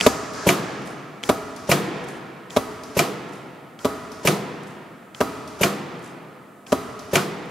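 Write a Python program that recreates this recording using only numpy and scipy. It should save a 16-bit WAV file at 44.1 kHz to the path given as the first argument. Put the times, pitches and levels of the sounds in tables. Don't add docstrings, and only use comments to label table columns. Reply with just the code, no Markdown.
import sys
import numpy as np
from scipy import signal
from scipy.fft import rfft, irfft
from scipy.io import wavfile
from scipy.ndimage import uniform_filter1d

SR = 44100
rng = np.random.default_rng(int(sys.argv[2]) if len(sys.argv) > 2 else 0)


def unload_audio(sound):
    columns = np.transpose(np.atleast_2d(sound))
    steps = np.round(np.clip(columns, -1, 1) * 32767)
    wavfile.write(sys.argv[1], SR, steps.astype(np.int16))


N = 330750

# t/s, hiss level/dB, sizzle level/dB, plunger seating t/s, click level/dB
OPENINGS = [(0.0, -28, -44, .0098, 0), (1.229, -40.5, -50, 1.2366, -9), (2.498, -45, -56, 2.5055, -22),
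            (3.789, -47.5, -59, 3.7905, -27), (5.143, -48.5, -59, 5.1475, -22.5),
            (6.663, -47, -57, 6.668, -26.5)]
# t/s, blow level/dB, boost of the first contacts/dB, crack level/dB, guard and hall level/dB
KNOCKS = [(0.0705, -0.5, 10, 4, 2), (1.298, 0, 3.5, 4, -0.5), (2.5702, -1, 0.5, 2.5, -1),
          (3.8536, -3.5, 0, -0.5, -1), (5.2119, -3, 0, 1, 0), (6.7277, -3, 1.5, 0, -1)]
# t/s, thud level/dB, exhaust level/dB, exhaust tilt/(dB per octave)
AIR_DUMPS = [(0.4705, 6, 5, -1), (1.6953, 3, 1, 0), (2.9712, 1.5, 1, -0.5), (4.2540, -0.5, 2.5, -1),
             (5.6138, 1, 1.5, -0.2), (7.1360, 0, 3, -1.5)]
# f/Hz, level/dB
AIR_SPECTRUM = [(1000, 6.5), (4000, 2.5), (6000, 5), (8000, -3.5), (10500, -4), (13000, -15), (16000, -31)]
# f/Hz, t60/s
HALL_DECAY = [(60, 1.84), (200, 2.53), (500, 2.8), (1300, 3.32), (2500, 2.48), (5000, 1.9), (9000, 1.18),
              (15000, 0.52)]


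def amp(db):
    return 10 ** (np.asarray(db) / 20)


def read(points, hz):
    f, value = np.transpose(points)
    return np.interp(np.log(hz + 1), np.log(f), value)


def clock(length):
    return np.arange(int(length * SR)) / SR


def add(mix, s, sound):
    start = round(s * SR)
    sound = sound[..., max(-start, 0):]
    part = mix[:, max(start, 0):][:, :sound.shape[-1]]
    part += sound[..., :part.shape[1]]


def noise(colour, size, uneven=1):
    # f/Hz, level/dB
    ripple_depth = [(500, 0.5), (1500, 5.5), (3000, 0), (15000, 1.5)]
    # f/Hz, side level re mid/dB
    width = [(50, -12), (160, -15.5), (400, -10.5), (800, -7.5), (1300, -5), (2400, -8.5), (4500, -10),
             (8000, -1), (15000, 0)]
    hz = np.fft.rfftfreq(size, 1 / SR)
    grid_hz = np.arange(0, SR / 2, 70)
    ripple = uneven * np.interp(hz, grid_hz, rng.standard_normal(len(grid_hz))) * read(ripple_depth, hz)
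    mid, side = rfft(rng.standard_normal((2, size))) * amp(read(colour, hz) + ripple)
    mid, side = irfft([mid, side * amp(read(width, hz))], size)
    return np.array([mid + side, mid - side]) / mid.std()


def burst(colour, t60, rise):
    t = clock(.5)
    return noise(colour, len(t)) * amp(-60 * t / t60) * (1 - np.exp(-t / rise))


def ring(modes, rise):
    t = clock(1)
    vibration = sum(amp(db - 60 * t / t60) * np.sin(2 * np.pi * hz * t) for hz, db, t60 in modes)
    return vibration * (1 - np.exp(-t / rise))


def varied(modes, spread_db):
    return [(hz, db + spread_db * rng.uniform(-0.79, 1), t60) for hz, db, t60 in modes]


def gust(rise, hold, t60):
    t = clock(2.4)
    return (1 - np.exp(-t / rise)) * amp(-60 * np.maximum(t - hold, 0) / t60)


def air(colour, flow):
    return flow * noise(colour, len(flow), uneven=1.25)


def tail(colour, ring_times, rise, size):
    hz, t, bands = signal.stft(noise(colour, size, uneven=.6), SR, nperseg=1024)
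    bands = bands * amp(-60 * t / read(ring_times, hz)[:, None])
    echoes = signal.istft(bands, SR)[1][:, :size]
    return echoes * (1 - np.exp(-np.arange(size) / SR / rise))


def halls(colour, rise, count):
    alike, *changed = [tail(colour, HALL_DECAY, rise, size=2 * SR) for _ in range(count + 1)]
    return [.6 * alike + .8 * part for part in changed]


def shop():
    # f/Hz, rms level/dB
    motor_tones = [(120, -67), (199.2, -57.5), (242.2, -61.5), (689, -63), (1270, -60)]
    # f/Hz, level/dB
    wash = [(30, -14), (60, -14), (90, -3), (130, -1), (200, 7.5), (350, -0.5), (520, -1), (660, 0),
            (830, -27), (1300, -30), (2500, -22), (5000, -29), (7500, -22.5), (12000, -25), (16000, -29)]
    t = np.arange(N) / SR
    hum = np.zeros(N)
    for hz, db in motor_tones:
        waver = sum(np.sin(2 * np.pi * (rate * t + rng.random())) for rate in np.geomspace(.3, 5, num=8))
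        hum += amp(db) * np.sqrt(2) * np.sin(2 * np.pi * hz * t + 0.44 * waver)
    return hum + amp(-52.5) * noise(wash, N, uneven=0)


def sighs():
    # t/s, tick level/dB, sigh level/dB
    settlings = [(.818, -44, -42), (2.039, -41, -42), (3.287, -46, -47.5), (4.632, -44.5, -48.5),
                 (5.99, -48, -43), (7.454, -48, -49)]
    # f/Hz, level/dB
    colour = [(2000, -2), (4500, -1), (6500, 3), (10800, -1), (13000, -11), (16000, -22)]
    out = np.zeros((2, N))
    flow = gust(rise=0.011, hold=0.019, t60=0.42)
    for s, tick_db, sigh_db in settlings:
        add(out, s, amp(tick_db - 4) * burst(colour, t60=0.053, rise=0.001))
        sputter = uniform_filter1d(rng.standard_normal(len(flow)), size=200)
        sputter_db = 4.2 * flow * sputter / sputter.std()
        add(out, s + .03, amp(sigh_db - 6) * air(colour, flow * amp(sputter_db)))
    return out


def ram():
    # f/Hz, level/dB
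    tick_colour = [(1000, -15), (3500, 1), (5200, 7.5), (8000, -4), (11500, -3.5), (16000, -21)]
    # f/Hz, level/dB
    seep_colour = [(1500, 7), (2900, -4.5), (3800, -2), (5000, 3.5), (6800, -0.5), (8200, -7),
                   (10500, -17.5), (15000, -38)]
    tick_after_s = .2635
    out = np.zeros((2, N))
    for (_, hiss_db, *_), (knock_s, *_), (dump_s, *_) in zip(OPENINGS, KNOCKS, AIR_DUMPS):
        s = knock_s + tick_after_s
        tick = burst(tick_colour, t60=0.052, rise=0.0008)
        after_ring = amp(-12) * burst(tick_colour, t60=0.65, rise=0.0067)
        add(out, s, amp(-38.5) * (tick + after_ring))
        seep = gust(rise=0.013, hold=dump_s - s, t60=1.8)
        add(out, s, amp(hiss_db - 8.5) * air(seep_colour, seep) + amp(-54) * air(AIR_SPECTRUM, seep))
    return out


def valve():
    # f/Hz, level/dB, t60/s
    plunger_modes = [(2460, -13, 0.011), (3160, -10, 0.018), (3370, -7, 0.013)]
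    # f/Hz, level/dB
    hiss = [(500, 11), (2000, 3), (3500, -4.5), (5000, 2.5), (7300, 2), (8600, -4.5), (10000, -9.5),
            (12000, -28), (16000, -38)]
    sizzle = [(4000, -7), (8000, -39), (10200, 8), (12300, 1), (13500, -7), (16000, -4)]
    click = [(300, -3), (1500, -8), (2600, 2), (3300, -10), (4200, -6.5), (7000, -11.5), (12000, -28),
             (16000, -34)]
    out = np.zeros((2, N))
    ping = ring(plunger_modes, rise=0.00044)
    for (s, hiss_db, sizzle_db, seat_s, click_db), (knock_s, *_) in zip(OPENINGS, KNOCKS):
        fill = gust(rise=0.0098, hold=knock_s - s, t60=0.23)
        add(out, s, amp(hiss_db + 2.5) * air(hiss, fill) + amp(sizzle_db) * air(sizzle, fill))
        add(out, s, amp(hiss_db - 2.5) * tail(hiss, HALL_DECAY, rise=0.022, size=2 * SR))
        add(out, s + 0.0018, amp(hiss_db + 8) * burst(click, t60=0.03, rise=0.00039))
        add(out, seat_s, amp(click_db) * ping)
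        add(out, seat_s, amp(click_db - 10.5) * burst(click, t60=0.014, rise=0.00017))
    return out


def dump():
    # f/Hz, level/dB, t60/s
    piston_modes = [(194, -16, 0.067), (410, -18.5, 0.026), (578, -12.5, 0.018), (951, -36, 0.16)]
    # t/s from the dump, level/dB
    contacts = [(-.0055, -6.5), (-.0021, 3), (0, 1.5)]
    # f/Hz, level/dB
    exhaust = [(100, -13), (300, 12.5), (1500, -4.5), (2600, 3), (4000, -4.5), (7000, -2.5), (9000, -6.5),
               (12000, -0.5), (16000, -15)]
    spit_lead_s = .025
    out = np.zeros((2, N))
    thud = ring(piston_modes, rise=0.00041)
    for s, thud_db, exhaust_db, tilt_db in AIR_DUMPS:
        add(out, s - spit_lead_s, amp(-36) * burst(AIR_SPECTRUM, t60=0.23, rise=.007))
        for delay, db in contacts:
            add(out, s + delay, amp(thud_db + db) * thud)
        colour = [(hz, db + tilt_db * np.log2(hz)) for hz, db in exhaust]
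        add(out, s - .005, amp(exhaust_db - 19.5) * burst(colour, t60=0.24, rise=0.0073))
    return out


def brake():
    # t/s, blow level/dB, hall level/dB
    closures = [(0.4896, 1, 2.5), (1.7150, 1, 3), (2.991, 0.5, -1), (4.273, 1.5, -0.5), (5.633, 0.5, -0.5),
                (7.155, 1, 0)]
    # t/s from the closure, level/dB
    contacts = [(0, 2.5), (.0027, -2.5), (.0063, -5), (0.012, -3)]
    # f/Hz, level/dB, t60/s
    brake_modes = [(1054, -25, 0.047), (1250, -26.5, 0.31), (1490, -22.5, 0.086), (2046, -13.5, 0.019),
                   (2310, -7, 0.019), (2387, -19, 0.078), (2600, -29, 0.034), (2880, -14, 0.04),
                   (3137, -19, 0.031), (4650, -43, 0.18), (5350, -29.5, .07), (6700, -28, 0.063),
                   (6920, -31, 0.06)]
    frame_modes = [(106.5, -26, 0.08), (149.4, -14, 0.15), (199.2, -22.5, 0.48), (286, -22.5, 0.24),
                   (332.5, -16, 0.1), (364.2, -14, 0.16), (421, -35.5, 1), (486, -31.5, 1),
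                   (580, -14, 0.066), (680, -9.5, 0.091)]
    # f/Hz, level/dB
    clank = [(100, -1), (300, -1.5), (700, 5), (1700, -8), (2500, 2), (3600, -4.5), (6500, -4), (9000, -9),
             (12000, -13), (16000, -27)]
    wall_colour = [(24, -61), (40, -35), (75, -16), (183, 1), (253, -10), (333, -4.5), (607, -12),
                   (687, -5.5), (860, -13), (1280, -5), (1610, -11.5), (4580, -20), (12700, -32),
                   (15500, -40)]
    hall_colour = [(24, -61), (40, -4), (96, -18), (139, 2), (235, -4), (342, -1.5), (450, -8.5), (497, -4),
                   (577, -14), (622, -9.5), (1250, -13), (1530, -16), (2330, -17), (7920, -33.5),
                   (15500, -56)]
    # f/Hz, t60/s
    wall_decay = [(100, 0.23), (400, 0.77), (1500, 0.28), (5000, 0.42), (14000, 0.42)]
    out = np.zeros((2, N))
    reverberation = halls(hall_colour, rise=0.046, count=len(closures))
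    for (s, blow_db, hall_db), hall in zip(closures, reverberation):
        add(out, s, amp(blow_db) * ring(brake_modes, rise=0.00046))
        add(out, s, amp(blow_db - 0.5) * ring(varied(frame_modes, spread_db=2.5), rise=0.0065))
        for delay, db in contacts:
            add(out, s + delay, amp(blow_db + db - 16.0) * burst(clank, t60=0.032, rise=0.00025))
        add(out, s, amp(blow_db - 20.0) * tail(wall_colour, wall_decay, rise=0.0036, size=SR))
        add(out, s, amp(hall_db - 28.5) * hall)
    return out


def clutch():
    # t/s from the main contact, level/dB
    contacts = [(-.0074, -10), (-.0049, -2), (0, 4.5), (.0045, -20)]
    # f/Hz, level/dB, t60/s
    clutch_modes = [(113, -23.5, 0.091), (272.4, -13, 0.056), (446, -10.5, 0.03), (593, -10, 0.032),
                    (775, -38.5, 0.41), (978, -17.5, 0.045), (1130, -20, 0.076), (1254, -32, .12),
                    (2940, -43, 0.048), (3410, -43.5, 0.14)]
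    guard_modes = [(271, -40, 1.1), (426, -42, 2.1), (663, -36.5, 0.7), (990, -42, 1.8), (1130, -44.5, 3.2),
                   (1250, -43, 1.4), (1266, -36.5, 1.03), (1330, -53, 0.9), (1376, -45, 1),
                   (1460, -51, 0.74), (1980, -46, 1), (3950, -47, 0.41), (4718, -51, 0.76)]
    # f/Hz, level/dB
    crack = [(100, -41), (500, 16), (1200, -3.5), (1650, -2.5), (2800, -1), (3900, -1.5), (5000, -6.5),
             (6000, -7), (9000, -13), (11500, -11), (16000, -27)]
    rattle = [(100, -18), (300, 16), (1000, 0), (1350, -2), (1650, -10), (4000, -14), (6000, -12),
              (9000, -17), (12000, -11), (16000, -37)]
    hall_colour = [(24, -51), (40, -4.5), (208, -8), (266, 0), (359, -11), (428, 0.5), (522, -18),
                   (638, -3), (705, -12), (951, -13), (1080, -15), (1280, -8.5), (1570, -18.5),
                   (4810, -27.5), (15500, -34.5)]
    out = np.zeros((2, N))
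    reverberation = halls(hall_colour, rise=0.0012, count=len(KNOCKS))
    for (s, blow_db, first_db, crack_db, ring_db), hall in zip(KNOCKS, reverberation):
        knock = ring(varied(clutch_modes, spread_db=2), rise=0.00036)
        for k, (delay, db) in enumerate(contacts):
            add(out, s + delay, amp(blow_db + db + first_db * (k < 2)) * knock)
        add(out, s - .0072, amp(crack_db + first_db - 17) * burst(crack, t60=0.033, rise=0.0014))
        add(out, s - .0008, amp(crack_db - 17) * burst(crack, t60=0.034, rise=0.00017))
        add(out, s, amp(crack_db - 26.0) * burst(rattle, t60=0.23, rise=0.0024))
        add(out, s, amp(ring_db - 0.5) * ring(varied(guard_modes, spread_db=2), rise=0.0049))
        add(out, s, amp(ring_db - 31.0) * hall)
    return out


def scene():
    return valve() + clutch() + ram() + dump() + brake() + sighs() + shop()


def record(dry):
    # f/Hz, left level re right/dB
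    imbalance = [(50, 3), (200, 1.5), (700, -1), (1400, -1.5), (2600, -1.5), (5000, 1.5), (10000, 1.5),
                 (15000, 2)]
    low_cut_hz, band_limit_hz = 84.5, 15800
    hz = np.fft.rfftfreq(N, 1 / SR)
    high_passed = signal.sosfilt(signal.butter(3, low_cut_hz, "high", fs=SR, output="sos"), dry)
    capsule_gains = amp(np.outer([1, -1], read(imbalance, hz)) / 2)
    heard = irfft(rfft(high_passed) * capsule_gains, N)
    clipped = np.clip(heard, -1, 1)
    low_pass = signal.firwin(511, band_limit_hz, window=("kaiser", 9), fs=SR)
    return signal.oaconvolve(clipped, low_pass[None], "same")


dry = scene()
out = record(dry)
unload_audio(out)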